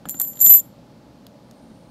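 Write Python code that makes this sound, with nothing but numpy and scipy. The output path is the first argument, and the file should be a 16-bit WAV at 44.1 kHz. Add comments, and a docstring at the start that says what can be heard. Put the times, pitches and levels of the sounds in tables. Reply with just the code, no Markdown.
"""Large silver coins, handled over a mat close to the microphone in a small quiet room.
A loose coin clinks against a stack, scrapes and rattles along the reeded rims and rings in bright,
beating modes until the fingers close on it. Held coins and fingers add dull knocks.
A few faint ticks follow over the room's low hum and a thin whine.
The loudest ringing overloads the microphone."""
import sys
import numpy as np
from scipy import signal
from scipy.fft import rfft, irfft
from scipy.io import wavfile
from scipy.ndimage import uniform_filter1d, minimum_filter1d

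SR = 44100
rng = np.random.default_rng(int(sys.argv[2]) if len(sys.argv) > 2 else 0)


def generate_wav(sig):
    """Save sig (samples, or channels by samples) to the path in sys.argv[1] as 16-bit PCM at SR."""
    pcm = np.round(np.clip(np.atleast_2d(sig).T, -1, 1) * 32767).astype(np.int16)
    wavfile.write(sys.argv[1], SR, pcm)


N = 83790


def undb(db):
    """Decibels to gain."""
    return 10 ** (np.asarray(db) / 20)


def curve(rows, column=1):
    """One column of a table, joined by straight lines in time."""
    rows = np.array(rows)
    return np.interp(np.arange(N) / SR, rows[:, 0], rows[:, column])


def colour(x, spectrum):
    """Equalise a steady signal through (Hz, dB) points and scale it to rms 1."""
    hz, db = np.array(spectrum).T
    bin_hz = np.maximum(np.arange(N // 2 + 1) * SR / N, 1)
    gain = undb(np.interp(np.log(bin_hz), np.log(hz), db))
    shaped = irfft(rfft(x) * gain, N)
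    return shaped / np.sqrt(np.mean(shaped ** 2))


def bursts(starts, levels_db, spectrum, decay_s):
    """A burst of coloured noise at each start: instant attack, exponential decay."""
    t = np.arange(N) / SR
    power = sum(undb(db) ** 2 * (t >= s) * np.exp(-2 * np.abs(t - s) / decay_s)
                for s, db in zip(starts, levels_db))
    return 2 * np.sqrt(power) * colour(rng.standard_normal(N), spectrum)


def room(x, wet_db, delay_s=0.0025, t60_s=0.28):
    """The walls add a weak, short tail to the direct sound."""
    t = np.arange(N) / SR
    tail = rng.standard_normal(N) * (t > delay_s) * np.exp(-np.log(1000) * t / t60_s)
    return x + undb(wet_db) * signal.fftconvolve(x, tail / np.linalg.norm(tail))[:N]


def room_tone():
    """Low room noise, a few faint hum tones and a thin whine that fades in near the end."""
    # Hum tones. Each row: frequency in Hz, rms level in dB.
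    hum_tones = [(119, -61), (204.6, -68.5), (565, -67.5), (603, -69), (839.8, -66.5)]
    # The whine's fade. Each row: time in seconds, level in dB.
    whine_fade = [(1.35, -110), (1.45, -80.5), (1.62, -71.5), (1.9, -73.5)]
    # Spectra of the whine and the room noise. Each row: frequency in Hz, relative level in dB.
    whine_spectrum = [(7500, -59.5), (8450, -20), (8680, -1.5), (8950, -20), (9800, -34.5), (10650, -24),
                      (10870, -7), (11100, -26), (12500, -58)]
    air_spectrum = [(20, -30.5), (45, -10), (65, -5.5), (97, -11), (125, -0.5), (170, 0.5), (270, 1),
                    (335, -6.5), (440, -11.5), (550, -5), (720, -12.5), (850, -13), (1050, -18),
                    (1900, -27), (2900, -28.5), (4400, -27), (7000, -35.5), (9000, -39.5), (13000, -41),
                    (15500, -47.5)]
    t = np.arange(N) / SR
    hum = sum(np.sqrt(2) * undb(db) * np.sin(2 * np.pi * (hz * t + rng.random())) for hz, db in hum_tones)
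    whine = undb(curve(whine_fade)) * colour(rng.standard_normal(N), whine_spectrum)
    air = undb(-47.5) * colour(rng.standard_normal(N), air_spectrum)
    return hum + whine + air


def knocks(thud_lag_s=0.0038):
    """Held coins and fingers knock dully: a short tap, then the soft low thud of the hand."""
    # Muffled contacts. Each row: start in seconds, tap level in dB, thud level in dB.
    hits = [(.055, -37, -35.5), (0.143, -39, -42), (.2075, -38.5, -54), (.4645, -36, -45.5),
            (.48, -54, -49.5), (.4945, -41.5, -55), (.506, -38, -53), (.5435, -38, -65),
            (1.7065, -57.5, -48)]
    # Spectra of tap and thud. Each row: frequency in Hz, relative level in dB.
    tap_spectrum = [(200, -13.5), (520, 3), (620, -9), (750, 10), (950, -5.5), (1400, 6), (1900, -3.5),
                    (2500, -16.5), (3300, -4.5), (6000, -30.5), (12000, -50.5)]
    thud_spectrum = [(60, -33), (130, -6.5), (190, 2.5), (260, 2.5), (340, -10.5), (600, -21.5),
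                     (2000, -33.5), (8000, -74.5)]
    starts, tap_db, thud_db = np.array(hits).T
    taps = bursts(starts, tap_db, tap_spectrum, decay_s=0.0029)
    thuds = bursts(starts + thud_lag_s, thud_db, thud_spectrum, decay_s=0.018)
    return taps + thuds


def rim_scrape(ridges_per_s=700, spread_db=13.5):
    """Reeded rims slide over each other; tiny ridge impacts excite the damped coins of the stack."""
    # The slide's envelope. Each row: time in seconds, level in dB.
    slide = [(.06, -110), (.09, -37), (.11, -49), (.18, -55.5), (.23, -39), (.28, -48.5), (.385, -55.5),
             (.41, -23.5), (.47, -21), (.52, -24), (.57, -25), (.6, -31.5), (.625, -67.5), (.68, -110)]
    # Spectrum of the rasp. Each row: frequency in Hz, relative level in dB.
    rasp_spectrum = [(1000, -37), (3300, -41.5), (5000, -35), (6600, -17.5), (7000, -9), (7280, 10),
                     (7550, -13.5), (8000, -15.5), (9500, -24.5), (11300, -12.5), (11800, -8.5),
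                     (12200, -10.5), (12700, -11), (13100, -22), (14000, -43), (15600, -30)]
    impacts = rng.random(N) < ridges_per_s / SR
    ridges = impacts * rng.standard_normal(N) * undb(spread_db * rng.random(N))
    return colour(ridges, rasp_spectrum) * undb(curve(slide))


def ring(modes, starts, levels_db, t60_s, jolt_rad=0.97, scatter_db=2.9, rise_s=0.00044):
    """Each contact feeds the modes unevenly and jolts their phase; the fingers drain the energy."""
    t = np.arange(N) / SR
    hz, mode_db = np.array(modes).T[:, :, None]
    loss = np.cumsum(np.log(1000) / t60_s) / SR  # nepers
    power, phase_steps = np.zeros((2, len(modes), N))
    for start, db in zip(starts, levels_db):
        scatter, jolt = rng.standard_normal((2, len(modes), 1))
        i = int(start * SR)
        j = np.searchsorted(loss, loss[i] + 10)  # rung out by here
        push = np.exp(-t[:j - i] / rise_s)
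        energy = undb(db + mode_db + scatter_db * scatter) ** 2
        # A mode that already rings loudly is harder to jolt.
        share = energy / (energy + power[:, i, None])
        phase_steps[:, i:j] += jolt_rad * jolt * np.sqrt(share) * (push / push.sum())
        envelope = (1 - push) * np.exp(loss[i] - loss[i:j])
        power[:, i:j] += energy * envelope ** 2
    phase = 2 * np.pi * (hz * t + rng.random(hz.shape)) + np.cumsum(phase_steps, axis=1)
    return np.sum(np.sqrt(power) * np.sin(phase), axis=0)


def coin_clinks():
    """Metal meets metal: a click, a clack from the stack and two groups of close, beating modes."""
    # Coin contacts. Each row: start in seconds, then click, low ring, high ring and clack levels in dB.
    contacts = [(0.058, -47, -48.5, -56, -72), (0.0879, -26, -35.5, -35.5, -49),
                (0.0949, -22, -27, -34, -56), (0.1083, -25, -50, -28, -69),
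                (0.1501, -42.5, -36, -43.5, -67), (0.17, -51, -38, -72, -53.5),
                (0.1895, -42.5, -53, -33.5, -66.5), (0.1994, -15.5, -30, -14, -38.5),
                (0.2124, -30.5, -30.5, -22.5, -49.5), (0.216, -15, -40.5, -21.5, -45),
                (.219, -26, -41, -36.5, -54), (0.2484, -41, -57.5, -36.5, -43.5),
                (.274, -60, -47, -23.5, -70.5), (0.3329, -54, -53, -68, -46), (0.356, -58.5, -47, -39, -50),
                (0.3728, -66.5, -54.5, -52.5, -45), (0.3917, -54.5, -31.5, -31.5, -43.5),
                (0.403, -27, -25.5, -17, -48.5), (0.4118, -29.5, -12.5, -7, -52.5),
                (.425, -18.5, -27.5, -12, -35), (0.4393, -46, -24, -17, -60.5),
                (.4442, -46, -25.5, -9, -57), (.4517, -39, -21.5, -7.5, -47.5),
                (0.4636, -29.5, -6.5, -11, -25.5), (0.473, -41.5, -15.5, -30.5, -54.5),
                (0.481, -45.5, -9, -33, -67.5), (0.494, -30.5, -37, 2, -28.5),
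                (0.505, -25.5, -29, -5, -23.5), (0.521, -39, -20, -2, -52.5), (0.5372, -34.5, -31, -3, -28),
                (0.548, -25, -45, -6, -47.5), (0.5552, -23.5, -31, -31, -60.5),
                (0.5661, -40.5, -33.5, -14.5, -49.5), (.5742, -33.5, -28.5, -31, -39.5),
                (.5842, -40.5, -29, -29, -56), (.5874, -47.5, -37, -19, -46),
                (0.5989, -32, -46.5, -35, -43), (1.2672, -50.5, -82.5, -81, -43.5),
                (1.5111, -57.5, -81, -77.5, -45.5)]
    # Finger damping. Each row: time, then T60 of the low and of the high modes, all in seconds.
    grip = [(.1, 0.17, 0.24), (.19, 0.3, 0.15), (.203, 0.36, 0.064), (.225, 0.12, 0.3), (.29, 0.87, 0.22),
            (.33, 1, .12), (.37, .6, .4), (.42, 0.093, 0.19), (.5, .1, 0.28), (.55, 0.16, 0.2),
            (.595, 0.29, 0.099), (.61, 0.024, 0.02), (.65, 0.098, 0.081)]
    # The coins' bending modes and the short-lived modes of the tightly held stack.
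    # Each row: frequency in Hz, relative level in dB.
    low_modes = [(7097, -7), (7220, -2), (7292, -7), (7385, -17)]
    high_modes = [(12030, -1), (12443, -6.5), (12062, -19), (12468, -22), (15560, -43)]
    stack_modes = [(3350, -25), (4270, -23.5), (6370, -26.5), (9060, -10.5), (9520, -15.5), (9920, -18.5),
                   (10800, -15.5), (14900, -20.5), (15480, -18)]
    # Spectra of click and clack. Each row: frequency in Hz, relative level in dB.
    click_spectrum = [(1500, -46), (4000, -26), (6200, -14.5), (7300, 0.5), (8200, -1), (9500, 2),
                      (11000, -0.5), (12400, 13.5), (13300, 1.5), (14300, -15), (15500, -11.5)]
    clack_spectrum = [(200, -22), (520, -4.5), (750, 10), (1000, -5), (1700, -4), (2400, -10.5), (3400, 3),
                      (4200, -0.5), (5200, -0.5), (7000, -3), (11000, -17), (15500, -21)]
    starts, click_db, low_db, high_db, clack_db = np.array(contacts).T
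    low_ring = ring(low_modes, starts, low_db, t60_s=curve(grip, column=1))
    high_ring = ring(high_modes, starts, high_db, t60_s=curve(grip, column=2))
    stack_ring = ring(stack_modes, starts, click_db, t60_s=np.full(N, 0.025))
    clacks = bursts(starts, clack_db, clack_spectrum, decay_s=0.0013)
    # The ringing is cupped in the hands, so it reaches the walls less than the clicks do.
    ringing = room(low_ring + high_ring, wet_db=-29.5)
    clicks = bursts(starts, click_db, click_spectrum, decay_s=0.0011)
    return ringing + room(stack_ring + clacks + clicks, wet_db=-16)


def scene():
    """Clinks, scrape and knocks over the room tone, in mono."""
    return (coin_clinks() + room(rim_scrape() + knocks(), wet_db=-23.5) + room_tone())[None]


def record(dry, threshold=1.12, smooth_s=0.0032, ceiling=0.92, top_hz=15700):
    """A fast limiter holds the loudest ringing, the remaining peaks clip slightly, and the top is cut."""
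    span = int(smooth_s * SR)
    gain = threshold / np.maximum(np.abs(dry), threshold)
    limited = dry * uniform_filter1d(minimum_filter1d(gain, span), span)
    skewed = limited + 0.008 * limited ** 2  # a trace of lopsided distortion
    lowpass = signal.ellip(12, 0.2, 80, top_hz, fs=SR, output="sos")
    return signal.sosfilt(lowpass, np.clip(skewed, -ceiling, ceiling))


dry = scene()
out = record(dry)
generate_wav(out)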